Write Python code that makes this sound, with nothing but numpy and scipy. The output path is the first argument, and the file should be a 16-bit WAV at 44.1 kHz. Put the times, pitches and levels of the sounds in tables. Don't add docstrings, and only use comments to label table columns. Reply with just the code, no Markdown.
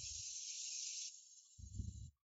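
import sys
import numpy as np
from scipy import signal
from scipy.fft import rfft, irfft, next_fast_len
from scipy.io import wavfile
from scipy.ndimage import uniform_filter1d, map_coordinates

SR = 44100
rng = np.random.default_rng(int(sys.argv[2]) if len(sys.argv) > 2 else 0)


def generate_wav(signal):
    frames = np.transpose(np.atleast_2d(signal))
    scaled = np.clip(frames, -1, 1) * 32767
    pcm = np.round(scaled).astype(np.int16)
    wavfile.write(sys.argv[1], SR, pcm)


N = 99269

# (time [s], level [dB])
TRIGGER_HISS = [(0, -50), (0.499, -48.5), (1.082, -46), (1.1, -61), (1.201, -62), (1.299, -63),
                (1.418, -64.5), (1.559, -69), (1.718, -69), (1.78, -66.5), (1.93, -66.5), (2.1, -69)]
# (frequency [Hz], density [dB per Hz])
FULL_JET_SPECTRUM = [(1120, -103.5), (1900, -62.5), (2220, -19), (2590, -11.5), (3510, -11.5),
                     (4000, -10.5), (6370, 0.5), (7490, -6), (7900, -36.5), (10300, -71.5), (17400, -120)]
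# (frequency [Hz], density [dB per Hz])
LEAK_SPECTRUM = [(1290, -70.5), (2200, -35.5), (2880, -14), (3720, -16), (3940, -4.5), (4840, -13.5),
                 (7130, 1), (7480, -5), (7800, -31), (10100, -56.5), (17200, -120)]
# (frequency [Hz], width [Hz], level [dB], drift [dB per s])
FULL_JET_CAP = [(2870, 150, -14, 1.5), (4070, 360, -7, -1), (4445, 300, -9.5, -1), (5520, 490, -3, 1),
                (6120, 210, -7, -0.5), (6498, 300, 1.5, -1.5), (7080, 150, -5.5, 0), (7338, 220, -4, -0.5)]
# (frequency [Hz], width [Hz], level [dB], drift [dB per s])
LEAK_CAP = [(2925, 200, -19, 10), (3427, 170, -20, 7), (3967, 120, -9.5, 10.5), (4494, 170, -12, -5),
            (5384, 310, -9.5, -10), (5870, 120, -5, 2), (6530, 230, -0.5, -11), (7184, 380, -3, 3)]
# (time [s], length [s], share [0-1])
EDGE_BITES = [
    (.04, .2, .8),
    (.27, .1, .5),
    (.57, .07, .95),
    (.7, .05, .6),
    (1.14, .5, .85),
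]
# (time [s], length [s], level [dB])
WHISTLES = [
    (0, 0.22, -87.5),
    (0.316, 0.076, -94),
    (0.599, 0.082, -88.5),
    (0.778, 0.21, -87),
]
# (time [s], level [dB])
DESK_SPELLS = [
    [(0, -56), (.09, -68.5), (.2, -69), (.236, -74), (.34, -69), (.42, -93.5), (.5, -106)],
    [(1.572, -105), (1.588, -62), (1.63, -50), (1.7, -56.5), (1.8, -52.5), (1.85, -47.5), (2.07, -53.5),
     (2.13, -75.5), (2.24, -102)],
]
# (frequency [Hz], density [dB per Hz])
RUMBLE_SPECTRUM = [(15, -45.5), (25, -17), (48, -6.5), (70, 9), (97, -6), (151, -6), (200, -22.5),
                   (260, -45.5), (440, -120)]
# (frequency [Hz], density [dB per Hz])
RATTLE_SPECTRUM = [(100, -30.5), (170, -1.5), (194, -2), (378, -23), (412, -23.5), (480, -52.5), (620, -81),
                   (1060, -120)]
# (time [s], peak level [dB], frequency [Hz])
DESK_NUDGES = [(.003, -53, 100), (.04, -52, 90), (.07, -57, 70), (.119, -51, 70), (.163, -53, 70),
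               (.199, -51, 90), (1.6, -50, 100), (1.636, -44, 80), (1.667, -47, 70), (1.718, -51, 80),
               (1.749, -44, 80), (1.769, -45, 85), (1.8, -34, 78), (1.819, -43, 80), (1.847, -43, 95),
               (1.885, -39, 85), (1.914, -49, 90), (1.955, -46, 100), (1.982, -48, 90), (2.015, -45, 90),
               (2.034, -47, 90), (2.058, -47, 120), (2.084, -50, 80)]
# (time [s], length [s], level [dB], frequency [Hz])
ROOM_FLICKERS = [(.001, .12, -86, 608), (.011, .07, -97, 1150), (.05, .14, -92, 2150), (.18, .07, -99, 750),
                 (.2, .07, -97, 620), (.31, .05, -100, 610), (.46, .14, -90, 2040), (.5, .05, -94, 1070),
                 (.52, .05, -92, 650), (.58, .07, -89, 620), (.64, .06, -96, 1090), (.645, .19, -89, 770),
                 (.65, .12, -94, 2040), (.66, .17, -89, 610), (.745, .05, -96, 1170),
                 (1.12, .04, -102, 1120), (1.27, .04, -107, 1120), (1.44, .05, -89, 1140),
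                 (1.94, .03, -96, 750), (2.166, .022, -87, 1150), (2.19, .035, -101, 1150)]
# (time [s], length [s], level [dB], frequency [Hz])
PAINT_SPURTS = [
    (1.61, .03, -68, 6550),
    (1.66, .04, -60, 6600),
    (1.72, .06, -63, 7250),
    (1.835, .03, -65, 6500),
    (1.912, .03, -58, 7280),
    (2.04, .04, -69, 7300),
    (1.075, .025, -84, 7950),
]
# (frequency [Hz], density [dB per Hz])
FLOOR_SPECTRUM = [(20, -8), (2000, 0.5), (8000, -6), (11000, -3.5), (15900, 4), (16100, -6.5),
                  (22000, -3.5)]

EASE_S, EASE_LEN_S = 1.092, 0.0034
AFTER_DB, AFTER_DB_PER_S = -64, 90
JET_LOW_HZ, JET_TOP_HZ, BITE_HZ = 2130, 7800, 2520
WANDER, WANDER_RATE = .008, 7
WHISTLE_HZ, WHISTLE_WIDTH_HZ = 8580, 100
RUMBLE_DB, STAND_HZ = -8, 32
RATTLE_DB, RATTLE_GROWS, RATTLE_S = -20.5, 1.74, 0.015
SUPPRESS_DB = -92.5
NUDGE_CYCLES, NUDGE_SKEW_RAD = .8, .6
FLICKER_DB, HUM_HZ, HUM_DB = -0.5, 60, -115
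SPURT_DB, SPURT_WIDTH_HZ = -0.5, 49
GATE_S, GATE_DB_PER_S, END_S = 2.072, 551.5, 2.225
FLOOR_DB, FLOOR_SIDE_DB = -99, -29.5


def amp(db):
    return 10 ** (np.asarray(db) / 20)


def unit(x):
    return x / np.sqrt(np.mean(x ** 2) + 1e-20)


def along(points, x, warp=np.log1p):
    places, levels = np.transpose(points)
    return np.interp(warp(x), warp(places), levels, left=-150, right=-150)


def clock():
    return np.arange(N) / SR


def wobble(rate):
    knots = rng.standard_normal(int(N * rate / SR) + 4)
    return map_coordinates(knots, [np.arange(N) * rate / SR])


def swell(start, length):
    return np.sin(np.pi * np.clip((clock() - start) / length, 0, 1)) ** .5


def through(x, gain):
    size = next_fast_len(N + 8192)
    return irfft(rfft(x, size) * gain(np.fft.rfftfreq(size, 1 / SR)), size)[:N]


def coloured(gain):
    return unit(through(rng.standard_normal(N), gain))


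def shaped(spectrum):
    return coloured(lambda f: amp(along(spectrum, f)))


def band(hz, width_hz):
    return coloured(lambda f: np.exp(-((f - hz) / width_hz) ** 2))


def smooth(cells, bins, frames):
    return uniform_filter1d(uniform_filter1d(cells, size=bins, axis=0), size=frames, axis=1)


def patchy(x, patchy_db):
    cells = signal.stft(x, nperseg=512)[2]
    patches = unit(smooth(rng.standard_normal(cells.shape), 4, 8))
    return unit(signal.istft(cells * amp(patchy_db * patches), nperseg=512)[1][:N])


def wandering(x):
    return map_coordinates(x, [np.cumsum(1 + WANDER * wobble(WANDER_RATE))], mode="mirror")


def suppressed(x, under_db):
    cells = signal.stft(x, nperseg=1024, noverlap=768)[2]
    size = smooth(np.abs(cells), 3, 3) + 1e-12
    kept = cells * np.clip(1 - amp(under_db) / size, 0, 1)
    return signal.istft(kept, nperseg=1024, noverlap=768)[1][:N]


def jet(spectrum, cap, middle_s, cap_db, waver_db, rate, patchy_db):
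    air = patchy(shaped(spectrum), patchy_db)
    rings, ring_power = 0, 0
    for hz, width, db, drift in cap:
        level = amp(db + drift * (clock() - middle_s))
        waver = unit(amp(waver_db * wobble(rate)))
        rings = rings + level * waver * np.sqrt(width) * wandering(band(hz, 0.59 * width))
        ring_power += amp(2 * db) * width
    return (air + amp(cap_db) * rings / np.sqrt(ring_power)) / np.sqrt(1 + amp(2 * cap_db))


def airbrush_hiss():
    t = clock()
    weak = np.clip((t - EASE_S) / EASE_LEN_S, 0, 1)
    full = jet(FULL_JET_SPECTRUM, FULL_JET_CAP, middle_s=0.18, cap_db=-2, waver_db=-0.5, rate=25, patchy_db=3.5)
    full = full * amp(0.72 * wobble(60))
    leak = jet(LEAK_SPECTRUM, LEAK_CAP, middle_s=1.553, cap_db=4.5, waver_db=1.5, rate=28, patchy_db=4.5)
    leak = leak * amp(1.4 * wobble(45))
    times, levels = np.transpose(TRIGGER_HISS)
    hiss = amp(np.interp(t, times, levels)) * ((1 - weak) * full + weak * leak)
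    hiss += weak * full * amp(AFTER_DB - AFTER_DB_PER_S * np.abs(t - EASE_S))

    lower_edge = through(hiss, lambda f: np.clip((BITE_HZ - f) / 200, 0, 1))
    bitten = lower_edge * sum(share * swell(s, length) for s, length, share in EDGE_BITES)

    def pass_band(f):
        return np.clip((JET_TOP_HZ - f) / 150, 0, 1) * np.clip((f - JET_LOW_HZ) / 120, 0, 1)
    return through(hiss - bitten, pass_band)


def whistle():
    level = sum(amp(db) * swell(s, length) for s, length, db in WHISTLES)
    return band(WHISTLE_HZ, WHISTLE_WIDTH_HZ) * level


def desk():
    t = clock()
    spells = [along(spell, t, warp=np.asarray) for spell in DESK_SPELLS]
    db = uniform_filter1d(np.maximum(*spells), size=300)
    rumble = amp(db + RUMBLE_DB) * shaped(RUMBLE_SPECTRUM)
    shaken, nudges = amp(db - 3), 0
    for s, peak_db, hz in DESK_NUDGES:
        since = t - s
        shaken = shaken + amp(RATTLE_GROWS * (peak_db + 43) - 45) * np.exp(-(since / RATTLE_S) ** 2)
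        bump = np.exp(-(since * hz / NUDGE_CYCLES) ** 2)
        nudges = nudges - amp(peak_db) * bump * np.cos(2 * np.pi * hz * since - NUDGE_SKEW_RAD)
    rattle = amp(RATTLE_DB + 1.9 * wobble(30)) * shaken * shaped(RATTLE_SPECTRUM)
    thumps = rumble + suppressed(rattle, SUPPRESS_DB) + nudges
    return through(thumps, lambda f: f ** 3 / (f ** 3 + STAND_HZ ** 3))


def room():
    t = clock()
    hum = amp(HUM_DB + 2.5 * wobble(20)) * np.sin(2 * np.pi * HUM_HZ * t)
    flickers = 0
    for s, length, db, hz in ROOM_FLICKERS:
        fade_db = -7 * np.clip((t - s) / length, 0, 1)
        level = amp(db + FLICKER_DB + 5.0 * wobble(50) + fade_db)
        flickers = flickers + level * swell(s, length) * band(hz, 51)
    return flickers + hum


def paint_spurts():
    spurts = 0
    for s, length, db, hz in PAINT_SPURTS:
        ring = np.sin(2 * np.pi * hz * clock()) + 0.31 * band(hz, SPURT_WIDTH_HZ)
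        spurts = spurts + amp(db + SPURT_DB) * swell(s, length) ** 2 * ring
    return spurts


def scene():
    gate = amp(-GATE_DB_PER_S * np.clip(clock() - GATE_S, 0, 1))
    airbrush = airbrush_hiss() + whistle() + paint_spurts()
    return np.tile(airbrush * gate + desk() + room(), (2, 1))


def record(dry):
    mid, side = shaped(FLOOR_SPECTRUM), shaped(FLOOR_SPECTRUM)
    hiss = amp(FLOOR_DB) * (mid + amp(FLOOR_SIDE_DB) * np.outer([1, -1], side))
    fade = amp(-120 * np.clip(clock() - 2.13, 0, 1))
    return (dry + hiss * fade) * (clock() < END_S)


dry = scene()
out = record(dry)
generate_wav(out)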